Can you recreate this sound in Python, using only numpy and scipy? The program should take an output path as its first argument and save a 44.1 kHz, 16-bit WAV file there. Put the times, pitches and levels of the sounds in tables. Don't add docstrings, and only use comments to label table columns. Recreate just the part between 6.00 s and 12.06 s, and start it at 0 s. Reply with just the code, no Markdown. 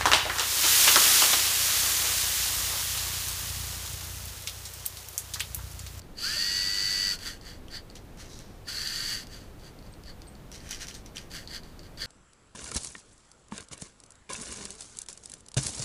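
import sys
import numpy as np
from scipy import signal
from scipy.fft import rfft, irfft
from scipy.io import wavfile
from scipy.ndimage import uniform_filter1d

SR = 44100
rng = np.random.default_rng(int(sys.argv[2]) if len(sys.argv) > 2 else 0)


def bounce(signal):
    frames = np.transpose(np.atleast_2d(signal))
    limited = np.clip(frames, -1, 1)
    pcm = np.round(limited * 32767).astype(np.int16)
    wavfile.write(sys.argv[1], SR, pcm)


def voltage_ratio(level):
    return 10 ** (np.asarray(level, float) / 20)


N = 267246
T = np.arange(N) / SR

# time_s, speed_hz (turns per s), rattle_db
FIRST_RUN = [
    (0.185, 52, -41.5),
    (0.241, 70.6, -33),
    (.29, 84, -32),
    (.36, 91.76, -32.5),
    (0.471, 95.7, -33.5),
    (.69, 97.75, -35.5),
    (.86, 98.6, -35),
    (1.08, 97.13, -34.5),
    (1.147, 96.5, -35.5),
]
SECOND_RUN = [
    (2.687, 59.8, -35.5),
    (2.715, 65.7, -39),
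    (2.77, 82.1, -36),
    (2.81, 86.2, -37),
    (2.88, 89.7, -36.5),
    (2.999, 92.6, -36.5),
    (3.14, 95.3, -35.5),
    (3.18, 92.3, -42),
    (3.235, 89.8, -49),
]
# mesh_tone_db, low_housing_db, high_housing_db, growth_db_per_s (of both housing boosts)
RUN_LOADS = [
    (-41.5, 0.3, 5.6, 2),
    (-53, 3, 5.5, 6),
]


def rms_one(x):
    return x / np.sqrt(np.mean(x ** 2) + 1e-20)


def resonate(x, hz, width_hz):
    r = np.exp(-np.pi * width_hz / SR)
    return signal.lfilter([(1 - r * r) / 2, 0, -(1 - r * r) / 2], [1, -2 * r * np.cos(2 * np.pi * hz / SR), r * r], x)


def wander(hz, width_hz):
    return rms_one(resonate(rng.standard_normal(N), hz, width_hz))


def hiss():
    # frequency_hz, level_db
    spectrum = [(8.8, -32), (15, 5.5), (102, -3.5), (366, -12), (778, -18.5), (953, -21), (1470, -25),
                (2630, -30), (2960, -30.5), (3840, -31.5), (4850, -34.5), (13000, -39.5), (15500, -36.5)]
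    hz = np.fft.rfftfreq(N, 1 / SR)
    at_hz, at_db = np.transpose(spectrum)
    shape = voltage_ratio(np.interp(np.log(hz + 1e-9), np.log(at_hz), at_db))
    return voltage_ratio(-46) * rms_one(irfft(rfft(rng.standard_normal(N)) * shape, N))


def grains(per_s, spread_db):
    sizes = voltage_ratio(spread_db * np.minimum(rng.exponential(1, N), 4)) * rng.choice([-1, 1], N)
    return rms_one(sizes * (rng.random(N) < per_s / SR)) + 1e-18


def housing(x, body, moves, main_share=1, low_hz=3300, high_hz=5600):
    fine = 0.52 * x + 0.49 * rng.standard_normal(N)
    parts = []
    for k, (hz, width_hz, db) in enumerate(body):
        source = x if hz < 8800 else fine
        parts.append((hz, voltage_ratio(db) * (-1) ** k * resonate(source, hz, width_hz)))
    low = sum(part for hz, part in parts if hz < low_hz)
    low = low + voltage_ratio(-15.5) * resonate(x[::-1], 3350, 450)
    sides = sum(part for hz, part in parts if low_hz <= hz < 3300)
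    main = sum(part for hz, part in parts if hz >= 3300)
    high = sum(part for hz, part in parts if hz >= high_hz)
    level, low_gain, high_gain = uniform_filter1d(voltage_ratio(moves), size=120)
    tilted = main_share * (main - high) + low_gain * low + high_gain * (high + sides)
    no_bass = signal.butter(3, 850, "high", fs=SR, output="sos")
    return signal.sosfilt(no_bass, tilted / np.std(main)), level


def short_moves(rows, rise_db, fall_db, looser, low_share, low_db, high_share, high_db):
    out = np.zeros((3, N)) - [[120], [0], [0]]
    for s, rise, fall, db, loose_db in rows:
        at = np.arange(int(s * SR), min(int((s + rise + fall) * SR), N))
        age = T[at] - s - rise
        under_db = rise_db * np.maximum(-age / rise, 0) ** 1.17
        under_db = under_db + fall_db * np.maximum(age / fall, 0) ** 1.26
        boost_db = loose_db + looser * under_db
        move = [db - under_db, low_share * boost_db + low_db, high_share * boost_db + high_db]
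        out[:, at] = np.where(move[0] > out[0, at], move, out[:, at])
    return out


def column(rows, index, rest, edge_drop=0):
    clutch_s = .035
    s, value = np.array(rows, float)[:, [0, index]].T
    s = np.r_[s[0] - clutch_s, s, s[-1] + clutch_s]
    value = np.r_[value[0] - edge_drop, value, value[-1] - edge_drop]
    return np.interp(T, s, value, left=rest, right=rest)


def turntable_moves():
    # start_s, rise_s, fall_s, peak_db, looseness_db
    nudges = [(0, 0.015, 0.044, -72, 7), (1.185, 0.083, 0.11, -39.5, 9), (1.41, 0.074, .11, -47, 6.5),
              (1.7, 0.058, 0.054, -38.5, 2.5), (3.285, 0.044, 0.18, -50, 8.5),
              (3.59, 0.079, 0.06, -54, 8.5), (3.82, 0.051, .03, -60.5, 6),
              (4.045, 0.049, 0.039, -48.5, 3.5), (5.3, 0.053, .11, -42.5, 9),
              (5.48, 0.078, 0.044, -38.5, 4.5), (5.63, .005, 0.2, -59.5, 8), (5.81, 0.046, 0.044, -57.5, 7),
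              (5.972, 0.048, 0.16, -35.5, 3.5)]
    # rise_db, fall_db, looser_db_per_db (below peak), low_share, low_db, high_share, high_db (housing boosts)
    nudge_shape = (17, 24.5, 0.1729, 0.56, 3.5, 1.177, -1.5)
    out = short_moves(nudges, *nudge_shape)
    for run, (_, low_db, high_db, growth_db) in zip([FIRST_RUN, SECOND_RUN], RUN_LOADS):
        db = column(run, index=2, rest=-120, edge_drop=27)
        grown_db = growth_db * (T - run[0][0])
        out = np.where(db > out[0], [db, low_db + grown_db, high_db + grown_db], out)
    return out


def rotor():
    idle_hz = 46.48
    first, second = [column(run, index=1, rest=idle_hz) for run in (FIRST_RUN, SECOND_RUN)]
    speed = uniform_filter1d(np.maximum(first, second), size=900)
    return speed, np.cumsum(speed) / SR + .001 * wander(30, 60)


def driven(values):
    brake_s = 0.022
    on = 0
    for run, value in zip([FIRST_RUN, SECOND_RUN], values):
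        on = on + value * (T > run[0][0]) * (T < run[-1][0] - brake_s)
    return np.abs(uniform_filter1d(on, size=900))


def turntable(speed, turns):
    # frequency_hz, width_hz, level_db
    turntable_body = [(940, 570, -70), (1544, 710, -9.5), (1832, 603, -6), (2550, 1060, -16.5),
                      (2935, 310, -10.5), (3450, 200, -14.5), (3836, 350, -9.5), (4468, 370, 3.5),
                      (4774, 268, 3.5), (5164, 150, -5), (6230, 620, -15), (7210, 127, -13.5),
                      (7870, 570, -19), (9400, 440, -18.5), (10310, 440, -19), (11800, 820, -21.5),
                      (14400, 790, -23.5)]
    knock_shares = [.6, .12]
    cog_angle = 2.7 * turns + .3 * wander(8, 16)
    cogging_db = 2.5 * np.clip((60 - speed) / 10, 0, 1) * np.cos(2 * np.pi * cog_angle)
    eccentric = voltage_ratio(0.5 * np.cos(2 * np.pi * (turns - .1)) + cogging_db)
    blows = 0
    for k in range(28, 56):
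        blows = blows + np.cos(2 * np.pi * k * turns) + 0.44 * np.cos(2 * np.pi * k * (turns + 0.28))
    uneven = voltage_ratio(0.3 * wander(45, 75))
    knock = rms_one(resonate(resonate(uneven * blows, 4590, 300), 4590, 300))
    steady = driven(knock_shares) * np.clip((speed - 90) / 6.3, 0, 1) ** 2
    contacts = eccentric * grains(6000, 2.4)
    rattle, level = housing(contacts, turntable_body, turntable_moves(), np.sqrt(1 - steady), low_hz=2100)
    return level * (rattle + np.sqrt(steady) * knock)


def clicks():
    # start_s, peak_db
    slack_clicks = [(0.0183, -40.5), (1.4128, -38), (1.4524, -39), (1.7145, -36), (1.9004, -35.5),
                    (1.9104, -44), (2.6835, -40), (2.8172, -21), (2.8736, -19.5), (2.9596, -20),
                    (3.7893, -39.5), (3.826, -45), (3.938, -41.5), (4.0593, -40), (4.2697, -42),
                    (4.353, -41.5), (4.6044, -38), (4.79, -35), (5.3073, -40.5), (5.3676, -28),
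                    (5.475, -28), (5.634, -36), (5.793, -32.5), (5.833, -40), (5.858, -50), (5.866, -44),
                    (5.9743, -38)]
    # start_s, peak_db
    stop_clicks = [(1.1898, -34), (1.956, -38), (3.27, -37.5), (3.5967, -47), (4.0367, -43), (4.219, -39),
                   (4.7466, -32), (4.809, -34), (4.9508, -33.5), (5.1816, -29), (5.316, -36)]
    # start_s, peak_db
    arm_clicks = [(2.173, -45), (2.39, -36), (4.5165, -34.5), (4.526, -38), (4.5497, -44), (4.6917, -35),
                  (4.7095, -23), (4.8314, -46), (4.87, -34), (4.884, -32), (4.9426, -37.5), (5.0608, -34.5),
                  (5.16, -33)]
    # start_s, peak_db
    cube_clicks = [
        (1.6832, -37),
        (1.966, -38),
        (4.7294, -27),
        (4.91, -32.5),
        (5.1692, -23),
    ]
    # ring_hz, tick_db, rattle_db (both relative to the ring)
    click_kinds = [
        (4500, -21, -8.5),
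        (4770, -13, -0.5),
        (5890, -9.5, -3),
        (3060, -19, -7),
    ]
    out, t = np.zeros(N + 2000), np.arange(1500) / SR
    rows = []
    for table, kind in zip([slack_clicks, stop_clicks, arm_clicks, cube_clicks], click_kinds):
        rows += [(s, db, *kind) for s, db in table]
    noise = rng.standard_normal((len(rows), len(t)))
    bright = signal.sosfilt(signal.butter(2, [6500, 11500], "band", fs=SR, output="sos"), noise)
    broad = signal.sosfilt(signal.butter(2, [2200, 7000], "band", fs=SR, output="sos"), noise[:, ::-1])
    for (s, db, hz, tick_db, rattle_db), tick, rattle, chance in zip(rows, bright, broad, noise[:, 0]):
        ring = np.sin(2 * np.pi * hz * (1 + 0.017 * chance) * t)
        ring = ring * voltage_ratio(-60 * t / 0.0063) * np.minimum(t / 0.00049, 1)
        rattle = voltage_ratio(rattle_db) * rattle
        crack = 1.8 * voltage_ratio(-60 * t / 0.0016) * rattle
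        tick = 1.74 * voltage_ratio(tick_db - 60 * t / 0.0089) * tick
        dying = 0.47 * voltage_ratio(-60 * t / 0.029) * rattle
        out[round(s * SR):][:len(t)] += voltage_ratio(db + 2.5) * (ring + crack + tick + dying)
    return out[:N]


def gear_tones(speed, turns):
    # order (multiple of rotor speed), level_db (relative to the mesh tone, order 20)
    rotor_orders = [(10, -22), (13, -22), (15, -17), (16, -15), (17, -11), (18, -17), (19, -11), (20, 0),
                    (21, -18), (23, -15), (26, -14), (28, -19), (29, -17), (30, -8), (31, -16), (36, -12),
                    (37, -11), (39, -13), (54, -10), (56, -10), (58, -13), (61, -12), (64, -6), (66, -15),
                    (70, -14), (73, -12), (75, -14), (79, -14), (80, -12)]
    locked = np.clip((speed - 89) / 6, 0, 1)
    flicker = [wander(6, 14) for _ in range(5)]
    tones = 0
    for k, db in rotor_orders:
        if k != 20:
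            db = db + 1.3 * flicker[k % 5] - 1.34
        if k < 15:
            share = locked
        elif k < 22:
            share = 1
        else:
            share = 0.7 + 0.45 * locked
        tones = tones + voltage_ratio(db) * share * np.sin(2 * np.pi * (k * turns + rng.random()))
    slip = np.exp(-((T - .378) / .008) ** 2)
    engaged = np.clip((speed - 63) / 8, 0, 1) ** 2 * (1 - slip)
    uneven = voltage_ratio(0.55 * wander(27, 36))
    return np.sqrt(2) * engaged * driven([voltage_ratio(load[0]) for load in RUN_LOADS]) * uneven * tones


def thuds():
    # start_s, peak_db, mode_hz
    knocks = [
        (.364, -38, 610),
        (1.131, -33, 1453),
        (2.671, -41, 1763),
        (2.683, -35, 1437),
        (6.031, -40.5, 507),
    ]
    out = np.zeros(N)
    for s, db, hz in knocks:
        t = np.maximum(T - s, 0)
        out += voltage_ratio(db - 60 * t / 0.072) * (1 - np.exp(-t / 0.0029)) * np.sin(2 * np.pi * hz * t)
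    return out


def arm():
    # frequency_hz, width_hz, level_db
    arm_body = [(1730, 730, 0.5), (3130, 360, 0.5), (3860, 570, -1), (5160, 1050, -1.5), (5800, 420, 6.5),
                (6300, 1300, -0.5), (8460, 2000, -7), (10000, 630, -4.5), (11400, 1100, -12),
                (15000, 1200, -16)]
    # start_s, rise_s, fall_s, peak_db, looseness_db
    strokes = [(1.95, 0.0053, 0.077, -42.5, -5.5), (2.172, 0.035, 0.18, -43, -1),
               (2.28, 0.023, 0.43, -45, -8), (2.35, 0.061, 0.054, -48, -1.5), (4.514, .034, 0.13, -43, -3),
               (4.55, 0.17, .02, -46, 2), (4.703, 0.0055, 0.14, -33, -2), (4.79, 0.035, 0.074, -35.5, -0.5),
               (4.878, 0.006, 0.092, -36.5, -4), (4.93, 0.017, 0.12, -42.5, -5),
               (5.05, .01, 0.095, -48, -18), (5.146, 0.019, 0.15, -43.5, 1.5)]
    # rise_db, fall_db, looser_db_per_db (below peak), low_share, low_db, high_share, high_db (housing boosts)
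    stroke_shape = (13.7, 37, .05, 1.07, 0.1, 0.35, 0.35)
    rattle, level = housing(grains(4500, 4.4), arm_body, short_moves(strokes, *stroke_shape))
    return voltage_ratio(-5.0) * level * rattle


def squeaks():
    # start_s, length_s, start_hz, end_hz, level_db
    whistles = [
        (3.922, .016, 8400, 8300, -56),
        (4.272, .018, 8600, 8300, -51),
        (4.287, .016, 8200, 8100, -56),
        (4.318, .016, 8150, 8100, -64),
        (4.535, .075, 8100, 8100, -63),
        (4.62, .06, 8100, 8100, -63),
        (4.964, .022, 8300, 8250, -54),
    ]
    out, waver = np.zeros(N), wander(60, 120)
    for s, length, start_hz, end_hz, db in whistles:
        part = np.clip((T - s) / length, 0, 1)
        pitch_hz = start_hz + (end_hz - start_hz) * part + 40 * waver
        swell = np.sin(np.pi * part ** 0.63)
        out += voltage_ratio(db + 4.5 * waver) * swell * np.sin(2 * np.pi * np.cumsum(pitch_hz) / SR)
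    return out


def room(x):
    t60_s, tail_db, first_reflection_s = 0.11, -9, .003
    t = np.arange(SR // 2) / SR
    dull = signal.lfilter([.6], [1, -.4], rng.standard_normal(len(t)))
    tail = dull * voltage_ratio(-60 * t / t60_s) * (t > first_reflection_s)
    return voltage_ratio(tail_db) * signal.fftconvolve(x, tail / np.linalg.norm(tail))[:N]


def scene():
    speed, turns = rotor()
    robot = turntable(speed, turns) + arm() + clicks() + thuds() + squeaks()
    return (robot + room(robot) + gear_tones(speed, turns) + hiss())[None]


def band_limit(x):
    return signal.sosfilt(signal.butter(12, 15630, fs=SR, output="sos"), x)


def record(dry):
    low_pass = signal.cheby2(12, 60, 16050, fs=SR, output="sos")
    return band_limit(signal.sosfilt(low_pass, dry))


dry = scene()
out = record(dry)
bounce(out)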